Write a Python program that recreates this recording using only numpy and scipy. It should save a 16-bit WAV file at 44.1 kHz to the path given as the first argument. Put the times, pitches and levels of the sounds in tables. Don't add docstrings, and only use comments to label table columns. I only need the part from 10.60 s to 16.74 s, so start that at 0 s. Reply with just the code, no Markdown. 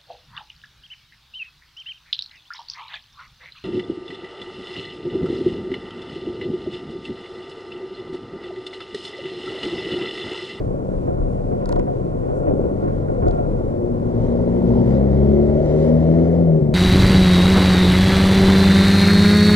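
import sys
import numpy as np
from scipy import signal
from scipy.fft import rfft, irfft, next_fast_len
from scipy.io import wavfile
from scipy.ndimage import uniform_filter1d, minimum_filter1d

SR = 44100
rng = np.random.default_rng(int(sys.argv[2]) if len(sys.argv) > 2 else 0)


def to_linear_factor(level_db):
    exponent = np.asarray(level_db, float) / 20
    return 10 ** exponent


def to_wav(s):
    ch = np.atleast_2d(s).T
    pcm = np.round(np.clip(ch, -1, 1) * 32767)
    wavfile.write(sys.argv[1], SR, pcm.astype(np.int16))


N = 270774
FFT_LEN = next_fast_len(N + 8000)
BINS = np.maximum(np.fft.rfftfreq(FFT_LEN, 1 / SR), 1)
TIME = np.arange(N) / SR


def rms_one(x):
    return x / np.sqrt(np.mean(x ** 2) + 1e-20)


def in_time(rows):
    s, *columns = np.transpose(rows)
    return [np.interp(TIME, s, c) for c in columns]


def at_hz(points, hz, axis=1):
    table = np.array(points)
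    return np.interp(np.log(hz), np.log(table[:, 0]), table[:, axis])


def drift(rate):
    r = np.exp(-80 * np.pi * rate / SR)
    noise = rng.standard_normal(N // 40 + 2002)
    slow = signal.lfilter([1], [1, -2 * r, r * r], noise)[2000:]
    return np.interp(np.arange(N) / 40, np.arange(len(slow)), rms_one(slow))


def swells(rows):
    t = TIME[::40]
    power = sum(to_linear_factor(2 * db) / (1 + ((t - s) / length) ** 2) ** 2 for s, db, length in rows)
    return np.interp(TIME, t, power)


def resonance(x, hz, width):
    r = np.exp(-np.pi * width / SR)
    poles = [1, -2 * r * np.cos(2 * np.pi * hz / SR), r * r]
    return signal.lfilter([(1 - r * r) / 2, 0, (r * r - 1) / 2], poles, x + 1e-18)


def twice(x, hz, width, second_hz, second_width):
    return resonance(resonance(x, hz, width), second_hz, second_width)


def body(x, modes):
    return sum(to_linear_factor(db) / np.sqrt(width) * twice(x, hz, width, hz, width) for hz, width, db in modes)


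def spectrum_of(x):
    return rfft(x, FFT_LEN)


def split(spectrum, tilt_db, lead):
    half = np.atleast_1d(to_linear_factor(tilt_db / 2) * np.exp(.5j * lead))
    return irfft(spectrum * np.array([half, 1 / half]), FFT_LEN)[:, :N]


# t/s, f/Hz, change/dB, length/s
CANCELS = [(1.7, 194, -17, 0.086), (2.5, 50, -10, 0.22), (3.8, 150, -12.5, 0.27), (3.72, 114, -12.5, 0.058),
           (3.94, 120, -9.5, 0.12), (3.86, 350, 6.5, 0.22), (3.64, 107.7, 4, 0.032), (5.92, 160, 6, .1),
           (4.5, 410, -6, 0.072), (4.15, 240, 3.5, .15), (3.6, 65, -4, 0.082), (5.08, 231, -12.5, 0.07),
           (5.8882, 250, -13, 0.025), (5.93, 79, -14, 0.033), (5.35, 560, 2.5, 0.08), (4.85, 371, 6, 0.18),
           (5.0, 610, 9, 0.18), (5.33, 243, 6.5, 0.065), (5.45, 485, -1.5, 0.15), (5.65, 650, 8, 0.23),
           (5.78, 425, -8.5, 0.072), (5.4, 405, -7, 0.1), (5.6, 273, 6, 0.036), (6.05, 230, -1, 0.087),
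           (4.75, 350, 5, 0.11), (4.85, 570, -4.5, 0.18), (4.2, 430, -3, 0.1), (6.07, 520, -9, 0.05),
           (6.0, 385, 7.5, 0.061), (5.89, 575, 6.5, 0.027), (5.17, 545, -6.5, 0.05), (6.07, 150, 5, 0.073),
           (6.05, 225, -5.5, 0.025), (3.22, 350, 6.5, 0.075), (3.83, 355, -8, 0.19), (3.66, 237, 2, 0.1),
           (5.02, 530, 5.5, .07), (5.68, 592, -6.5, 0.11), (5.75, 510, 3.5, 0.087), (4.65, 840, 8.5, .06),
           (4.5, 440, 3.5, 0.13), (4.26, 220, -5, .04), (4.75, 145, -5, 0.08), (5.18, 390, 6, .06),
           (2, 73, 4.5, .12), (1.9, 180, 3, 0.065), (6.12, 380, 2, 0.034), (5.5, 325, 8.5, 0.086),
           (3.292, 237, 6.5, 0.049), (3.2, 475, 4, .1)]
CANCEL_OCTAVES = .17


def cancelled(hz):
    t, coarse = TIME[::40], hz[::40]
    change = 0
    for s, centre_hz, db, length in CANCELS:
        octaves_off = np.log2(coarse / centre_hz)
        change = change + db * np.exp(-((t - s) / length) ** 2 - (octaves_off / CANCEL_OCTAVES) ** 2)
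    return np.interp(TIME, t, change)


# f/Hz, left minus right/dB, left lead/rad, diffuse share/0-1
PORTS = [(30, 2.5, 1, .05), (130, 3.5, 0.48, 0.18), (310, 3, 1.19, 0.06), (600, 2.5, 1.2, 0.09),
         (1110, 0.5, 1.32, 0.06), (2080, -1, 2.02, .15), (5000, -2, 2.37, 1), (11200, -1, 3, 1)]


def order(hz, multiple, db, wobble_db, rough):
    angle = 2 * np.pi * (multiple * np.cumsum(hz) / SR + rng.random() + rough * drift(10.0))
    side = np.array([[.5], [-.5]])
    tilt = to_linear_factor(side * at_hz(PORTS, multiple * hz))
    lead = side * at_hz(PORTS, multiple * hz, axis=2)
    return np.sqrt(2) * to_linear_factor(db + wobble_db * drift(7.0)) * tilt * np.sin(angle + lead)


def air_noise(colour, flicker_db):
    hiss = rfft(rng.standard_normal((3, FFT_LEN)))
    direct, left, right = hiss * to_linear_factor(at_hz(colour, BINS)) * (BINS < 11060)
    tilt_db, lead = at_hz(PORTS, BINS), at_hz(PORTS, BINS, axis=2)
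    share = np.clip(at_hz(PORTS, BINS, axis=3), 0, 1)
    diffuse = split(np.sqrt(share) * np.array([left, right]), tilt_db, 0)
    directed = split(np.sqrt(1 - share) * direct, tilt_db, lead)
    return rms_one(directed + diffuse) * to_linear_factor(flicker_db * drift(6.3))


# t/s, firing f/Hz, level/dB
TRUCK = [(0, 62.09, -38), (1.3, 65.03, -34.5), (1.45, 59.8, -33.5), (1.55, 42.57, -34.5), (2, 47.25, -31.5),
         (2.4, 50.07, -28.5), (2.9, 47.41, -33), (3.4, 52.7, -32), (4.06, 62.3, -23.5),
         (4.22, 64.52, -24.5), (4.35, 66.46, -21.5), (4.61, 69.35, -19.5), (5.03, 75.37, -21.5),
         (5.35, 79.87, -18.5), (5.8, 85.5, -19), (5.96, 78.98, -21.5), (6.02, 75, -24), (6.14, 73, -21)]
# order, level when close/dB, share of the level swing
TRUCK_LOW = [(1, -22.5, 1.6), (2, -18, 0.98), (3, -19, 0.93)]
# order, level/dB
TRUCK_UPPER = [(1.5, -17), (2.5, -8.5), (3.5, -14), (4, 3), (4.5, -1.5), (5.5, -2), (6, 2), (6.5, -15),
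               (7.5, -9.5), (8, -4), (8.5, -4), (9, -3), (10, -3), (11, -2.5)]
# f/Hz, level/dB
SILENCER = [(50, 0.5), (70, 4), (78, -4), (125, 0), (147, -3), (162, 0), (220, 1), (255, -7.5)]
# f/Hz, level/dB
INTAKE = [(335, -17.5), (362, -2.5), (395, -4.5), (425, -8), (495, -25.5), (525, -5), (555, -4),
          (578, -10.5), (600, -15.5)]
# f/Hz, level/dB
EXHAUST = [(100, 6), (250, -3), (290, -15.5), (330, -9), (372, -1.5), (410, -4), (450, -10), (500, -4.5),
           (550, -3.5), (600, -5), (640, -8), (726, -17.5), (900, -34.5)]
# t/s, change/dB, length/s
MISFIRES = [
    (6.001, -15, .013),
    (6.026, 6, .012),
    (6.082, -8, 0.0069),
    (6.089, 4.5, 0.016),
    (6.112, -9.5, 0.011),
]
TRUCK_CLOSE_DB = -20
INTAKE_DB, INTAKE_FOLLOWS, UPPER_DB = -21.5, 0.82, -7


def truck():
    hz, level = in_time(TRUCK)
    away = level - TRUCK_CLOSE_DB
    stumble = sum(db * np.exp(-((TIME - s) / length) ** 2) for s, db, length in MISFIRES)
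    levels = {}
    for k, db, share in TRUCK_LOW:
        levels[k] = db + stumble + share * away + at_hz(SILENCER, k * hz) + cancelled(k * hz)
    for k in (5, 7):
        levels[k] = INTAKE_DB + INTAKE_FOLLOWS * away + at_hz(INTAKE, k * hz) + cancelled(k * hz)
    low = sum(order(hz, k, db, wobble_db=.7 + .25 * k, rough=.02 + .006 * k) for k, db in levels.items())
    high = 0
    for k, db in TRUCK_UPPER:
        upper_db = level + db + at_hz(EXHAUST, k * hz) + cancelled(k * hz)
        high = high + order(hz, k, upper_db, wobble_db=2.8, rough=.05)
    turns = np.cumsum(hz) / SR
    return low + to_linear_factor(UPPER_DB) * high, turns, away


# f/Hz, width/Hz, level/dB
BLOCK = [(2000, 350, 4), (3050, 300, -4), (4000, 350, 0), (5500, 400, -3), (6700, 400, -4), (8500, 400, -8)]
# t/s, level/dB, length/s
BAY = [
    (3.63, -68, .06),
    (4.33, -63, .06),
    (5.1, -61, .06),
    (5.24, -60, .07),
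    (5.4, -63, .06),
    (5.65, -69, .15),
]
KNOCK_SPREAD_DB, KNOCK_S = 4.0, .003
KNOCK_STEADY = .5


def diesel_knock(turns):
    firing = turns.astype(int)
    strength = to_linear_factor(KNOCK_SPREAD_DB * rng.standard_normal(firing[-1] + 1))[firing]
    since = (turns - firing) / np.gradient(turns) / SR
    burst = rng.standard_normal(N) * (KNOCK_STEADY + strength * np.exp(-since / KNOCK_S))
    rung = sum(body(burst, [mode]) * to_linear_factor(2.5 * drift(12.0)) for mode in BLOCK)
    rung = rms_one(rung) * np.sqrt(2 * swells(BAY))
    return split(spectrum_of(rung), at_hz(PORTS, BINS), at_hz(PORTS, BINS, axis=2))


# t/s, firing f/Hz, level/dB
SCOOTER = [
    (2.0, 58.37, -56),
    (2.5, 58.81, -40.5),
    (3.2, 59.4, -35),
    (3.601, 59.26, -28),
    (4, 58.9, -26),
    (4.25, 58.5, -22),
    (4.401, 58.3, -34),
    (4.7, 56.54, -34),
    (5.3, 56.1, -90.5),
]
# order, level/dB
SCOOTER_ORDERS = [(1, -21.5), (2, -0.5), (3, -6), (4, 2.5), (5, -18.5), (6, -3.5), (7, -13.5), (8, -5),
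                  (9, -12), (10, -29)]
# t/s, level/dB
BOOM = [(2.0, -55), (3.3, -47), (3.6, -30.5), (4.0, -31), (4.25, -37.5), (4.8, -33.5), (5.05, -34.5),
        (5.4, -38), (5.7, -48.5), (6.14, -55)]
BOOM_SECOND_DB = -3


def scooter():
    hz, level = in_time(SCOOTER)
    boom, = in_time(BOOM)
    levels = {k: level + db for k, db in SCOOTER_ORDERS}
    levels[1] = boom
    levels[2] = np.maximum(levels[2], boom + BOOM_SECOND_DB)
    return sum(order(hz, k, db + cancelled(k * hz), wobble_db=1.0, rough=.02) for k, db in levels.items())


# f/Hz, level/dB per Hz
RASP = [(650, -32), (780, -1.5), (900, 4.5), (1050, -7), (1300, -34), (2200, -70)]
RASP_DB, RASP_GATE = -20.5, .6


def scooter_rasp():
    hz, level = in_time(SCOOTER)
    gate = 1 + RASP_GATE * np.cos(2 * np.pi * np.cumsum(hz) / SR)
    return to_linear_factor(level + RASP_DB) * gate * air_noise(RASP, flicker_db=1.5)


# t/s, firing f/Hz, level/dB
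IDLE = [(0, 37.73, -29.5), (.22, 35.15, -35), (.49, 35.6, -30), (.7, 37.25, -35), (.88, 35.28, -29.5),
        (1.25, 34.97, -34), (1.6, 37.23, -34.5), (2.3, 38.29, -36), (2.7, 38.34, -26.5),
        (3.27, 38.57, -37.5), (3.65, 35.8, -36), (4.05, 31.02, -34.5), (4.6, 33.02, -44), (4.9, 30.92, -35),
        (6.14, 30, -61)]
# order, level/dB
IDLE_ORDERS = [(1, 1.5), (2, -5.5), (3, -5), (4, -8)]
# t/s, level/dB, length/s
BOUNCES = [
    (.6, -28, 0.055),
    (.77, -26.5, 0.052),
    (1.17, -28.5, .08),
    (1.6, -26, 0.023),
    (2.69, -33.5, 0.071),
    (2.93, -31, 0.06),
    (3.27, -37.5, 0.026),
    (3.65, -32, 0.055),
    (4.3, -36, 0.027),
    (5.33, -40.5, 0.047),
]


def own_engine():
    hz, level = in_time(IDLE)
    surging = np.sqrt(to_linear_factor(2 * level) + swells(BOUNCES))
    return surging * sum(order(hz, k, db, wobble_db=3.5, rough=0.052) for k, db in IDLE_ORDERS)


STAND_S, SETTLE_DB_PER_S = 4.3, -8


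def rolling():
    return to_linear_factor(SETTLE_DB_PER_S * np.maximum(TIME - STAND_S, 0))


# t/s, frame level/dB, small rattles level/dB
JOLTS = [(0.47, -17.5, -41.5), (0.572, -31, -42.5), (0.911, -20.5, -67), (1.01, -32.5, -39),
         (1.1, -16, -40.5), (1.155, -15, -46), (1.265, -17.5, -44), (1.63, -23.5, -66), (1.687, -17.5, -52),
         (1.727, -28.5, -55), (1.78, -29.5, -48), (1.83, -32.5, -54.5), (1.866, -12.5, -45),
         (2.003, -38, -60), (2.047, -25.5, -67), (2.11, -38.5, -62), (2.224, -18, -35), (2.27, -19.5, -42),
         (2.481, -18.5, -43), (2.62, -14, -33), (2.655, -14.5, -37), (2.726, -25, -40.5), (2.772, -19, -60),
         (2.84, -24, -53)]
# f/Hz, width/Hz, level/dB
FRAME = [(85.6, 35, -9), (131, 54, -8.5), (258, 270, -8), (346, 110, -4.5), (416, 98, -13),
         (487.2, 33, -4.5), (558, 64, -7), (700, 59, -18.5)]
# f/Hz, width/Hz, level/dB
BRACKET = [(715.6, 32, 15), (798, 30, -1), (860, 170, -22.5)]
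# f/Hz, width/Hz, level/dB
RATTLES = [(784, 83, -4), (1024, 230, 9), (1120, 200, -6.5), (1355, 150, -3.5), (1370, 100, -2.5),
           (1390, 350, -8), (1970, 440, -17.5), (2600, 600, -13.5)]
# f/Hz, left lead/rad
SHAKE_PHASE = [(60, 0.51), (130, 2.8), (300, 2.23), (500, 2.45), (750, 2.96), (1000, 2.48), (1200, 2.65),
               (1400, 2.32), (2500, 1.6)]
SHAKE_DB, BRACKET_DB = -27, -6


def housing():
    rough = rolling() * to_linear_factor(SHAKE_DB + 0.5 * drift(30))
    parts = [(FRAME, -1.5, .025), (BRACKET, -12, .018), (RATTLES, -18, .03)]   # modes, steady dB, decay s
    out = 0
    for k, (modes, steady_db, decay_s) in enumerate(parts):
        kicks = np.zeros(N)
        for s, db, rattle_db in JOLTS:
            kicks[round(s * SR)] = to_linear_factor([db, db + BRACKET_DB, rattle_db][k])
        fall, rise = np.exp(-1 / (decay_s * SR)), np.exp(-1 / (0.0025 * SR))
        push = signal.lfilter([1 - rise], np.convolve([1, -fall], [1, -rise]), kicks + 1e-18)
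        push = push / (1 - rise) * 0.008
        grain = rng.standard_normal(N)
        scale = np.sqrt(np.mean(body(grain, modes) ** 2))
        out = out + body(grain * (to_linear_factor(steady_db) * rough + push), modes) / scale
    damped = spectrum_of(out) / (1 + (BINS / 1900) ** 4)
    return split(damped, 0.3, at_hz(SHAKE_PHASE, BINS))


# t/s, peak level/dB, ring f/Hz, direction/+-1
KNOCKS = [(.108, -18, 380, -1), (.258, -22, 480, -1), (.288, -17.5, 476, -1), (.318, -20, 480, -1),
          (1.126, -22.5, 440, -1), (1.171, -20, 490, -1), (1.82, -16, 406, -1), (1.870, -16.5, 379.7, -1),
          (1.8805, -18, 302.6, -1), (1.909, -7.5, 467, -1), (1.919, -10.5, 513, -1), (1.927, -16, 503, -1),
          (1.936, -7.5, 258, -1), (1.9945, -6.5, 416, 1), (2.04, -13.5, 400, -1), (2.053, -12, 400, -1),
          (2.226, -13.5, 440, -1), (2.63, -14.5, 442, -1), (2.73, -24, 438, -1), (2.911, -23, 360, -1),
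          (2.996, -15.5, 480, -1), (3.876, -13.5, 480, -1)]


def knocks():
    rung = np.zeros(FFT_LEN)
    blow = 1.0 * (np.arange(2000) == 0)
    for s, db, hz, direction in KNOCKS:
        ring = resonance(twice(blow, hz, 0.64 * hz, hz, 0.64 * hz), 190, 440)
        at = round(s * SR)
        rung[at:at + len(blow)] += np.sign(direction) * to_linear_factor(db) * ring / np.abs(ring).max()
    soft = rfft(rung) / (1 + (BINS / 850) ** 6)
    return split(soft, 1.5, 1.6)


# t/s, peak level/dB, ring f/Hz, thud level/dB
TICKS = [(1.0580, -32.5, 4430, -3), (1.0585, -40.5, 6200, -30), (1.0602, -43, 6000, -30),
         (1.0900, -50, 6000, -10), (1.0908, -37, 8050, -13.5), (1.0923, -35, 5900, 4),
         (1.112, -50, 3500, -12), (1.0918, -34.5, 4000, -30), (1.1199, -44.5, 6510, -1),
         (1.1205, -45, 7470, -8), (1.1259, -30, 4160, 0), (1.1265, -38, 6300, -30),
         (1.1296, -51.5, 9000, -12), (1.1617, -44, 5400, -30), (1.1616, -43, 3600, 9),
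         (1.162, -48, 7000, -12), (1.1696, -53, 7500, -12), (1.1799, -54, 5480, -11),
         (1.1944, -40.5, 7030, -30), (1.195, -44.5, 4530, 10.5), (1.1955, -40, 2100, -30),
         (1.2125, -52, 2800, -10), (1.2, -52.5, 6500, 5), (2.634, -47, 1900, -10), (2.668, -56, 5600, -12),
         (2.6768, -44, 3900, -4.5), (2.6775, -52, 7500, -12), (2.6838, -37, 3900, -12),
         (2.6845, -44, 6800, -12), (2.702, -53, 6000, -12), (2.7113, -38, 3900, -3),
         (2.712, -50, 7000, -12), (5.315, -50, 2800, -26), (5.365, -52, 2600, -27),
         (5.3845, -46, 2600, -27), (5.435, -51, 3000, -26), (5.9315, -50.5, 2600, -19.5),
         (5.969, -49.5, 2600, -23)]
TAP_Q, TAP_CUT_HZ = 1.9, 13000
SCUFF_DB, SCUFF_S = -13.5, 0.0018


def ticks():
    out, thud = np.zeros(N), np.zeros(N)
    n = np.arange(-400, 400)
    hit = 1.0 * (n == -4)
    for s, db, hz, thud_db in TICKS:
        at = round(s * SR)
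        tap = twice(hit, hz, hz / TAP_Q, hz, hz / TAP_Q)
        tap += .07 * (hz / 4500) ** 2 * twice(hit, 9000, 7000, 9000, 9000)
        scuff = 1.5 * twice(rng.standard_normal(len(n)), hz, hz, hz, 1.4 * hz)
        scuff *= np.exp(-np.abs(n - 20) / (SCUFF_S * SR))
        out[at + n] += to_linear_factor(db + 3.5) * (tap / np.abs(tap).max() + to_linear_factor(SCUFF_DB) * scuff)
        thud[at + 30] = to_linear_factor(db + thud_db + 43)
    knock = 1.46 * twice(thud, 1000, 130, 930, 120)
    knock += 0.27 * twice(thud, 1420, 200, 1380, 200)
    knock += 0.13 * twice(thud, 1830, 300, 1850, 300)
    click = spectrum_of(out) / (1 + (BINS / TAP_CUT_HZ) ** 5)
    return split(click, -2.4, 1.5) + split(1.7 * spectrum_of(knock), -2.0, 2.0)


# t/s, level/dB, length/s
RINGS = [(.5, -56.5, .04), (1.03, -53.5, .04), (1.13, -53.5, 0.055), (1.75, -57.5, .08),
         (2.26, -57.5, 0.037), (2.51, -53.5, .04), (2.56, -57, .03), (2.64, -46, .015), (2.685, -48, .02),
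         (2.745, -45, .02), (2.795, -46, .025), (2.85, -47, .015)]
SPRING_HZ, SPRING_WANDER_HZ = 1380, 14


def spring():
    hz = SPRING_HZ + SPRING_WANDER_HZ * drift(9.0)
    sung = np.sqrt(2) * np.sin(2 * np.pi * np.cumsum(hz) / SR) * to_linear_factor(1.5 * drift(25.0))
    return split(spectrum_of(sung * np.sqrt(swells(RINGS))), .6, at_hz(SHAKE_PHASE, BINS))


# t/s, level/dB, length/s
CHAFES = [(1.02, -64, .03), (1.105, -68, .02), (1.21, -63, .015), (1.872, -60, .012), (1.892, -60, .012),
          (2.04, -64, .01), (2.24, -68, .04), (2.632, -60, .006), (2.73, -64, .015), (2.795, -64, .02),
          (2.84, -70, .02)]
# f/Hz, level/dB per Hz
CHAFE_COLOUR = [(1300, -25), (1800, -1.5), (2500, 0.5), (3000, -6.5), (3600, -20), (5000, -45)]


def chafe():
    rub = irfft(rfft(rng.standard_normal(FFT_LEN)) * to_linear_factor(at_hz(CHAFE_COLOUR, BINS)), FFT_LEN)[:N]
    rub = rms_one(rub) * np.sqrt(2 * swells(CHAFES)) * to_linear_factor(1.5 * drift(60.0))
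    return split(spectrum_of(rub), -1.0, 1.8)


def patchy(x, depth_db):
    edges = 1400 * 2 ** np.arange(0, 3.1, 1 / 3)
    out = 0
    for low, high in zip(edges, edges[1:]):
        band = signal.butter(2, [low, high], "band", fs=SR, output="sos")
        out = out + signal.sosfilt(band, x) * to_linear_factor(depth_db * drift(9.5))
    return out


# t nearest/s, hiss level/dB, time to travel the gap/s
PASSES = [
    (3.63, -54, 0.08),
    (3.9, -54, 0.49),
    (4.16, -52, 0.1),
    (4.32, -48, 0.08),
    (4.8, -50.5, 0.48),
    (5.1, -48, 0.096),
    (5.24, -47, 0.1),
    (5.55, -50, 0.28),
    (5.76, -55, .07),
]
# t/s, roar level/dB, hiss level/dB, length/s
GRAVEL = [
    (0, -26, -53, 0.031),
    (0.337, -38, -74, 0.17),
    (0.752, -52, -71, .08),
    (1.77, -39, -66, 0.055),
    (1.02, -34.5, -62, 0.32),
    (1.96, -25, -79, 0.21),
    (2.294, -41, -57, 0.12),
    (2.805, -28.5, -63, 0.43),
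]
# f/Hz, level/dB per Hz
RUMBLE = [(20, 6), (35, 8.5), (70, 16.5), (130, 14.5), (220, 13.5), (320, 9), (450, -44)]
ROAR = [(150, -36), (250, -3), (285, -2.5), (355, -4), (544, -2), (846, -21.5), (1250, -35.5), (1410, -32),
        (1600, -70), (2080, -84), (3520, -120)]
CLATTER = [(1100, -42), (1400, -3), (1600, -1), (1900, 3.5), (2150, 2.5), (2350, -8.5), (2800, -36.5)]
HISS = [(1500, -17.5), (2400, 2), (3200, 4.5), (4200, 2), (5500, -2.5), (6800, -6.5), (8500, -18),
        (9500, -24), (11000, -40.5)]
RUMBLE_DB, ROAR_DB, CLATTER_DB, HISS_DB = -29.5, -35.5, -66.5, -69.5
TRUCK_ROAR_DB, TRUCK_ROAR_FOLLOWS, TRUCK_CLATTER_DB = -26, 0.41, -54.5
PASS_ROAR_DB, PASS_CLATTER_DB, GRAVEL_CLATTER_DB = 25.5, -4, -4
HISS_PATCHY_DB = .6


def traffic(turns, away):
    passing = swells(PASSES)
    crunch = swells([(s, db, length) for s, db, _, length in GRAVEL])
    spray = swells([(s, db, length) for s, _, db, length in GRAVEL])
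    gate = 1 + 0.2 * np.cos(2 * np.pi * turns)
    roar_power = to_linear_factor(2 * ROAR_DB) + to_linear_factor(2 * (TRUCK_ROAR_DB + TRUCK_ROAR_FOLLOWS * away))
    roar_power += to_linear_factor(2 * PASS_ROAR_DB) * passing + crunch
    clatter_power = to_linear_factor(2 * CLATTER_DB) + to_linear_factor(2 * (TRUCK_CLATTER_DB + away))
    clatter_power += to_linear_factor(2 * PASS_CLATTER_DB) * passing + to_linear_factor(2 * GRAVEL_CLATTER_DB) * spray
    hiss_power = to_linear_factor(2 * HISS_DB) + passing + spray
    rumble = to_linear_factor(RUMBLE_DB) * air_noise(RUMBLE, flicker_db=0.84)
    roar = np.sqrt(roar_power) * air_noise(ROAR, flicker_db=0.38)
    clatter = np.sqrt(clatter_power) * gate * air_noise(CLATTER, flicker_db=.8)
    hiss = np.sqrt(hiss_power) * gate * patchy(air_noise(HISS, flicker_db=.8), HISS_PATCHY_DB)
    return rumble + roar + clatter + hiss


# t/s, level/dB, length/s
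GRIT = [
    (.74, -70, .05),
    (1.12, -69, 0.036),
    (1.77, -65, .04),
    (2.69, -72.5, .03),
    (5.12, -68.5, .05),
    (5.25, -64.5, 0.055),
    (5.7, -72.5, .1),
]
# f/Hz, level/dB per Hz
GRIT_COLOUR = [(4000, -31.5), (5500, -3), (7500, 0), (9500, -2), (11000, -8)]


def grit():
    return np.sqrt(swells(GRIT)) * air_noise(GRIT_COLOUR, flicker_db=1.5)


# f/Hz, level/dB per Hz
SWAY_COLOUR = [(6, -52.5), (14, -1), (24, 17), (32, 19.5), (45, -42)]
SWAY_DB, SWAY_BOUNCE_DB = -40, -16


def sway():
    power = to_linear_factor(2 * SWAY_DB) * rolling() ** 2 + to_linear_factor(2 * SWAY_BOUNCE_DB) * swells(BOUNCES)
    return np.sqrt(power) * air_noise(SWAY_COLOUR, flicker_db=0.0)


# f/Hz, level/dB per Hz
FAR_HISS = [(1410, -36.5), (2400, 5), (2750, -1), (5200, -8), (8330, -8), (10200, -17), (11200, -29),
            (14600, -48), (22000, -120)]
FAR_DB = -64


def far_hiss():
    return to_linear_factor(FAR_DB) * air_noise(FAR_HISS, flicker_db=1.2)


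def scene():
    engine, turns, away = truck()
    engines = engine + diesel_knock(turns) + scooter() + scooter_rasp() + own_engine()
    shaking = housing() + knocks() + ticks() + spring() + chafe()
    air = traffic(turns, away) + grit() + sway() + far_hiss()
    return engines + shaking + air


CEILING, LIMIT_S = .7, .004


def limited(x):
    span = round(LIMIT_S * SR)
    room = np.minimum(CEILING / (np.abs(x).max(axis=0) + 1e-9), 1)
    return x * uniform_filter1d(minimum_filter1d(room, size=2 * span + 1), size=span)


def roll_off(x):
    return signal.sosfilt(signal.butter(12, 16000, fs=SR, output="sos"), x)


def record(dry):
    opening = np.minimum(TIME / .002, 1)
    closing = np.minimum(.2 + TIME[::-1] / .01, 1)
    return roll_off(limited(0.89 * dry) * opening * closing)


dry = scene()
out = record(dry)
to_wav(out)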